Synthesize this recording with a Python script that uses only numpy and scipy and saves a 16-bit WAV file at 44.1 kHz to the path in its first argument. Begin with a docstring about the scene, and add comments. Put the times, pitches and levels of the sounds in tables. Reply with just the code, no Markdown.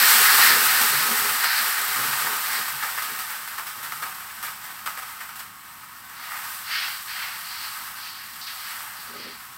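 """Wet food fries in hot oil in a steel wok, heard through one microphone in a tiled kitchen.
First steam bubbles burst by the thousand as random clicks, with a rush of steam, and ring the wok's modes.
As the frying sinks, drops of gravy spit in short decaying bursts of pops and hiss; then a spatula scrapes
in strokes of dense filtered catches and stirs the frying up again, before it settles.
Throughout, the gas flame rumbles as filtered noise and an appliance whines faintly as a few sines."""
import sys
import numpy as np
from scipy import signal
from scipy.fft import rfft, irfft
from scipy.io import wavfile

SR = 44100
rng = np.random.default_rng(int(sys.argv[2]) if len(sys.argv) > 2 else 0)


def output_pcm(signal):
    """Save a mono or channel-first signal as 16-bit PCM at the path in sys.argv[1].

    Samples are clipped to [-1, 1] before scaling.
    """
    pcm = np.clip(np.atleast_2d(signal).T, -1, 1) * 32767
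    wavfile.write(sys.argv[1], SR, np.round(pcm).astype(np.int16))


N = 422037


# Frying left alone, stirred, then settling. Each row: time in seconds, bubbling level in dB,
# fine hiss level in dB.
FRYING_LEVELS = [(0.0, -24.5, -17), (0.45, -23.5, -17), (1.14, -29.5, -23.5), (1.7, -31.5, -27),
                 (2.0, -30, -26), (2.76, -35.5, -31), (3.41, -39.5, -36), (4.21, -43, -40),
                 (5.23, -44, -42), (5.48, -48, -46), (6.08, -47, -45.5), (6.33, -35.5, -37.5),
                 (6.55, -42.5, -36), (6.63, -42.5, -39.5), (6.9, -36.5, -33), (7.05, -45, -38.5),
                 (7.25, -37, -36), (7.48, -42.5, -37.5), (7.69, -39.5, -35.5), (7.93, -40.5, -38.5),
                 (8.15, -45, -41.5), (8.4, -45.5, -40.5), (8.79, -38, -36), (9.06, -45, -42.5),
                 (9.25, -47, -45.5), (9.57, -47, -43.5)]
# How hard the gravy boils, as its rush of steam. Each row: time in seconds, level in dB.
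BOILING_RUSH = [(0.0, -20), (0.52, -18.5), (0.62, -25.5), (1.1, -30), (1.38, -35.5), (1.45, -24.5),
                (1.6, -27.5), (1.8, -36), (2.05, -33), (2.3, -43), (2.6, -33.5), (2.8, -41), (3.2, -40.5),
                (3.6, -60)]
# Spectra of big bursts, small bursts and rushing steam. Each row: frequency in Hz,
# relative density in dB per Hz.
BUBBLING_SPECTRUM = [(260, -40.5), (450, -22.5), (565, -18), (891, -3.5), (930, -4.5), (1010, -4),
                     (1230, 2.5), (1330, 1.5), (1880, -1), (2440, -10), (3760, -21.5), (4530, -19.5),
                     (6000, -29.5), (7800, -36), (13200, -120)]
HISS_SPECTRUM = [(1200, -48.5), (1650, -17), (2800, 0), (3300, -1), (5620, -1), (6440, -4.5), (7180, -2.5),
                 (8000, 4), (10300, -2), (12500, 4), (14300, 3), (15400, 1.5), (16800, -5)]
RUSH_SPECTRUM = [(400, -59), (900, -63), (1400, 0.5), (1840, 2.5), (2400, -7), (3400, -14), (4200, -3),
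                 (5000, -6), (6500, -24.5), (10000, -64)]
# Upper modes of the wok. Each entry: frequency in Hz.
WOK_MODES_HZ = [535, 603, 770, 845, 937, 1066, 1136, 1227, 1254, 1295, 1400, 1534, 1770, 1836, 1927, 2000,
                2051, 2270]
# Ringing of the same modes over the direct bursts. Each entry: lift in dB.
WOK_MODES_LIFT_DB = [-11, -22, -4, 4.5, -1.5, 1, -12, -0.5, 3, -6.5, -39, 2, -7.5, -44, -27, -13, -4, 3]
WOK_WIDTH_HZ = 11
# fixed offsets: from a spit's nominal peak down to its pops' level; up for its hiss
POPS_BELOW_PEAK_DB, SPIT_HISS_RAISE_DB = 8.5, 6.5


def frying():
    """Impulsive excitation: big bursts ring the oil and wok, small ones hiss, hard boiling rushes."""
    bubbling_db, hiss_db = in_time(FRYING_LEVELS)
    drops = sputter(26, t60=0.074, lift_db=-7.5)
    _, spit_peak_db, spit_hiss_db, _ = np.transpose(SPITTING_DROPS)
    spit_db = spit_peak_db - POPS_BELOW_PEAK_DB
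    spit_pops = spit_envelope(spit_db)
    spit_hiss = spit_envelope(spit_db + spit_hiss_db + SPIT_HISS_RAISE_DB)

    bursts = grains(9000, spread_db=1.5, clump_db=0.8)
    fizz = rms_one(bursts + 0.39 * grains(15000, spread_db=3.5, clump_db=2.5))
    hard_pops = grains(450, spread_db=3.0, clump_db=-0.6)   # a drop bursts in a few hard pops
    pops = rms_one(hard_pops + 0.47 * fizz)

    big = bursts * drops * amp(bubbling_db) + pops * spit_pops
    small = fizz * drops * amp(hiss_db) + rms_one(pops + 3.0 * fizz) * spit_hiss
    rush_db, = in_time(BOILING_RUSH)
    rush = grains(12000, spread_db=1.5, clump_db=-2.3) * amp(rush_db)

    ringing = sum(amp(db) * resonance(big, hz, WOK_WIDTH_HZ)
                  for hz, db in zip(WOK_MODES_HZ, WOK_MODES_LIFT_DB))
    return (colour(big + ringing, BUBBLING_SPECTRUM) + colour(small, HISS_SPECTRUM)
            + colour(rush, RUSH_SPECTRUM))


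def sputter(per_s, t60, lift_db):
    """Shot process: many small drops each raise the power suddenly, then it decays quickly."""
    starts = (rng.random(N) < per_s / SR) * rng.exponential(1, N) * amp(lift_db) ** 2
    fade = amp(-60 / (t60 * SR)) ** 2
    power = 1 + signal.lfilter([1], [1, -fade], starts)
    return rms_one(np.sqrt(power))


# Drops of gravy spitting in the oil. Each row: start in seconds, nominal peak in dB,
# nominal hiss against bubbling in dB, t60 in seconds.
SPITTING_DROPS = [(0.814, -11, -8.5, 0.068), (1.29, -14.5, -12, 0.06), (1.438, -12.5, -12, 0.089),
                  (2.13, -17, -14, 0.065), (2.261, -21.5, -25, 0.38), (2.529, -27, -6, 0.11),
                  (2.68, -22, -12, 0.097), (2.825, -14, -22, 0.2), (2.977, -19, -15, 0.13),
                  (3.021, -22, -7, 0.17), (3.187, -28.5, -4, 0.24), (3.296, -30.5, -11, 0.4),
                  (3.475, -25, -10, 0.067), (3.58, -23, -12, 0.2), (3.667, -26, -10, 0.13),
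                  (3.829, -26, -9, 0.22), (3.92, -26, -16, 0.098), (4.021, -20.5, -15, 0.21),
                  (4.197, -34, -12, 0.38), (4.427, -27, -6, 0.3), (4.444, -22, -14, 0.24),
                  (4.639, -32, -14, 0.26), (4.704, -30, -16, 0.088), (4.79, -36, -21, 0.08),
                  (4.859, -18, -11, 0.19), (4.973, -26, -13, 0.15), (5.027, -25.5, -19, 0.086),
                  (5.203, -28, -15, 0.21), (5.29, -28, -17, 0.12), (5.356, -36, -4, 0.3),
                  (5.392, -29, -5.5, 0.17), (6.095, -31, -20, 0.074)]
SPIT_RISE_SHARE = 0.054   # scales the rise time with the t60


def spit_envelope(db):
    """Flash evaporation: each drop bursts to steam within some ms and boils away exponentially."""
    power, since = np.zeros(N), np.arange(SR // 2) / SR
    for (s, _, _, t60), top_db in zip(SPITTING_DROPS, db):
        fade = amp(top_db - 60 * since / max(t60, .02))
        rise = np.minimum(0.58 + since / (SPIT_RISE_SHARE * t60), 1)
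        power[round(s * SR):][:len(since)] += (fade * rise) ** 2
    return np.sqrt(power)


# Spectra of the rasping edge and of the blade's body. Each row: frequency in Hz,
# relative density in dB per Hz.
RASP_SPECTRUM = [(1500, -64), (2800, -9), (3600, -7), (4050, 0.5), (4500, 4), (5100, -1), (5600, -6.5),
                 (7000, -19), (10000, -64)]
BLADE_SPECTRUM = [(500, -60), (1000, -17), (1500, -4), (1900, -1), (2200, -4.5), (2800, -7.5), (3400, -11),
                  (4200, -37), (7000, -63)]
BLADE_SWELL_DB = 5   # the blade swells this much more than the edge


def spatula():
    """Friction as dense tiny catches on the steel: the edge rasps high, the blade answers lower."""
    _, _, rasp_db, blade_db, _, _ = np.transpose(SPATULA_STROKES)
    catches = grains(7000, spread_db=1.5, clump_db=1.6)
    rasp = catches * stroke_envelope(rasp_db, 0)
    blade = catches * stroke_envelope(blade_db, BLADE_SWELL_DB)
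    return colour(rasp, RASP_SPECTRUM) + colour(blade, BLADE_SPECTRUM)


# Strokes of the spatula on the steel. Each row: start in seconds, length in seconds, edge rasp in dB,
# blade body in dB, swell from bite to peak in dB, peak position as a share of the length.
SPATULA_STROKES = [(6.162, .14, -46, -46, 3, 0.44), (6.638, 0.31, -35, -31, 9, 0.37),
                   (7.072, .29, -38.5, -33, 2, .57), (7.437, 0.38, -40.5, -42.5, 2, .3),
                   (7.953, .18, -39.5, -45, 7, 0.65), (8.142, 0.23, -47.5, -46, 2, 0.37),
                   (8.409, 0.038, -36, -49, 1, .2), (8.462, 0.084, -37.5, -39.5, 1, .3),
                   (8.558, 0.21, -42.5, -42, 5, 0.7), (8.93, .18, -43.5, -54, 8, 0.45),
                   (9.118, 0.23, -42, -42, 9, 0.53)]
TOUCH_S, LIFT_T60_S = .006, 0.39   # the edge bites at once and trails off after the stroke
END_SAG_DB = 5   # pressure lost between peak and lift, before any extra swell


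def stroke_envelope(db, extra_db):
    """Contact pressure sets loudness: each stroke bites, swells to its peak, sags and trails off."""
    power, t = 0, np.arange(N) / SR
    for (s, length, _, _, swell_db, peak), top_db in zip(SPATULA_STROKES, db):
        peak_s = np.clip(peak, .05, .95) * length
        press_db = np.interp(t - s, [0, peak_s, length],
                             [-swell_db - extra_db, 0, -END_SAG_DB - extra_db])
        trail_db = 60 * np.maximum(t - s - length, 0) / LIFT_T60_S
        touch = np.clip((t - s) / TOUCH_S, 0, 1)
        power = power + (touch * amp(top_db + press_db - trail_db)) ** 2
    return np.sqrt(power)


# Lowest modes of the bowl and of the pan support. Each row: frequency in Hz, width in Hz,
# relative level in dB.
BOWL_MODES = [(239, 29, -1), (332, 32, -7), (415.7, 23, 0), (493, 99, -4.5)]
STAND_MODES = [(133, 10, -2), (151, 21, -2)]
# How hard the boiling shakes them. 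Each row: time in seconds, bowl level in dB, stand level in dB.
BOILING_SHAKE = [(0, -42.5, -61), (.38, -39.5, -46), (.6, -44.5, -56), (1.0, -43, -54), (1.85, -54, -67),
                 (2.0, -46, -50), (2.17, -53.5, -56), (2.3, -46.5, -63), (2.68, -47.5, -59),
                 (2.8, -62, -62), (4.0, -68.5, -66), (5.5, -80, -81)]
# A heavy stroke shakes the bowl. Each row: time in seconds, level in dB.
HEAVY_DRAG = [(9.05, -64), (9.165, -42), (9.23, -56), (9.27, -44.5), (9.4, -71)]
BOWL_LUMPS_DB, STAND_LUMPS_DB, LUMPS_PER_S = 3.5, 3.5, 5.2   # the shaking comes in lumps
KNOCK_DB = -25.5   # each spit jolts the bowl, this far from its pops' level


def wok_drone():
    """Forced modal vibration: uneven shaking keeps the lowest modes of bowl and support murmuring."""
    band = signal.butter(2, [90, 600], "band", fs=SR, output="sos")
    shake = signal.sosfilt(band, grains(3000, spread_db=4.5, clump_db=2.5))
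    bowl, stand = ring_modes(shake, BOWL_MODES), ring_modes(shake, STAND_MODES)
    bowl_db, stand_db = in_time(BOILING_SHAKE)
    drag_db, = in_time(HEAVY_DRAG)
    jolts = spit_envelope(np.array(SPITTING_DROPS)[:, 1] - POPS_BELOW_PEAK_DB + KNOCK_DB)
    bowl_gain = amp(bowl_db + BOWL_LUMPS_DB * drift(LUMPS_PER_S)) + amp(drag_db) + jolts
    stand_gain = amp(stand_db + STAND_LUMPS_DB * drift(LUMPS_PER_S))
    return bowl * bowl_gain + stand * stand_gain


def ring_modes(x, modes):
    """Modal superposition: resonances driven by one force, summed to rms 1."""
    return rms_one(sum(amp(db) * rms_one(resonance(x, hz, width_hz)) for hz, width_hz, db in modes))


# Spectrum of the burner. Each row: frequency in Hz, relative density in dB per Hz.
FLAME_SPECTRUM = [(12, -45), (20, -22), (50, -6), (92, -4), (201, -2.5), (274, -6.5), (370, -12),
                  (458, -15), (478, -31), (600, -71), (780, -24), (1320, -120)]
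FLAME_DB = -60.5


def flame():
    """Combustion noise: broadband noise shaped to a low roar of nearly steady level."""
    roar = colour(rng.standard_normal(N), FLAME_SPECTRUM, size=16384)
    return amp(FLAME_DB + 0.5 * drift(8.8)) * roar


# Partials of the whine. Each row: multiple of twice the mains frequency, level in dB.
BUZZ_PARTIALS = [(1, -71.5), (10, -60), (11, -54.5), (12, -73)]
MAINS_BUZZ_HZ = 100.15   # twice the mains frequency


def appliance_buzz():
    """Harmonic series: a faint steady whine on multiples of twice the mains frequency."""
    turn = 2 * np.pi * MAINS_BUZZ_HZ * np.arange(N) / SR
    return sum(np.sqrt(2) * amp(db) * np.sin(round(k) * turn + rng.uniform(0, 2 * np.pi))
               for k, db in BUZZ_PARTIALS)


KITCHEN_T60_S, KITCHEN_DB = 0.34, -14   # decay of the tail; its level against the direct sound


def kitchen(x):
    """Reverberation: direct sound plus a dense decaying tail off the tiles, total power kept."""
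    t = np.arange(SR // 2) / SR
    tail = rng.standard_normal(len(t)) * amp(-60 * t / KITCHEN_T60_S) * (t > .003)
    tail = signal.lfilter([1], [1, -.7], tail)   # soft things swallow the treble
    tail *= amp(KITCHEN_DB) / np.linalg.norm(tail)
    tail[0] = 1   # direct sound
    return signal.fftconvolve(x, tail / np.linalg.norm(tail))[:N]


def grains(per_s, spread_db, clump_db):
    """Poisson-like impulses: random clicks of uneven size that come in clumps; rms 1."""
    born = rng.random(N) < per_s / SR
    sizes = amp(spread_db * np.minimum(rng.exponential(1, N), 5)) * rng.choice([-1, 1], N)
    clumps = amp(clump_db * (drift(5.4) + 0.21 * drift(27)))
    return rms_one(born * sizes * clumps)


def resonance(x, hz, width_hz):
    """Damped oscillator: a two-pole filter whose pole radius sets the bandwidth."""
    r = np.exp(-np.pi * width_hz / SR)
    poles = [1, -2 * r * np.cos(2 * np.pi * hz / SR), r * r]
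    return signal.lfilter([(1 - r * r) / 2, 0, (r * r - 1) / 2], poles, x)


def colour(x, spectrum, size=4096):
    """Minimum phase: a causal filter of unit power gain, from the folded cepstrum of the spectrum."""
    hz, db = np.transpose(spectrum)
    grid = np.maximum(np.arange(size // 2 + 1) * SR / size, 1)
    cepstrum = irfft(np.log(amp(np.interp(np.log(grid), np.log(hz), db))))
    cepstrum[1:size // 2] *= 2
    cepstrum[size // 2 + 1:] = 0
    pulse = irfft(np.exp(rfft(cepstrum)))
    return signal.fftconvolve(x, pulse / np.linalg.norm(pulse))[:N]


def drift(rate):
    """Low-passed noise: slow chance of spread 1, computed at every 40th sample; rate in Hz."""
    r = np.exp(-80 * np.pi * rate / SR)
    noise = rng.standard_normal(N // 40 + 2002)
    slow = signal.lfilter([1], [1, -2 * r, r * r], noise)[2000:]   # skip the filter's run-in
    return np.interp(np.arange(N) / 40, np.arange(len(slow)), rms_one(slow))


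def in_time(rows):
    """Linear interpolation of the dB columns at every sample; -120 dB outside the table."""
    s, *columns = np.transpose(rows)
    return [np.interp(np.arange(N) / SR, s, c, left=-120, right=-120) for c in columns]


def amp(db):
    """Decibel law: level in dB to amplitude ratio."""
    return 10 ** (np.asarray(db) / 20)


def rms_one(x):
    """Power normalisation: scale to rms 1."""
    return x / np.sqrt(np.mean(x ** 2) + 1e-20)


def scene():
    """Superposition: the sources add at one microphone, which feeds both channels."""
    heard = kitchen(frying() + spatula()) + wok_drone() + flame() + appliance_buzz()
    return np.array([heard, heard])


CUTOFF_HZ = 15820


def record(dry):
    """Band limiting: a steep elliptic low-pass cuts the top."""
    return signal.sosfilt(signal.ellip(14, .3, 80, CUTOFF_HZ, fs=SR, output="sos"), dry)


dry = scene()
out = record(dry)
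output_pcm(out)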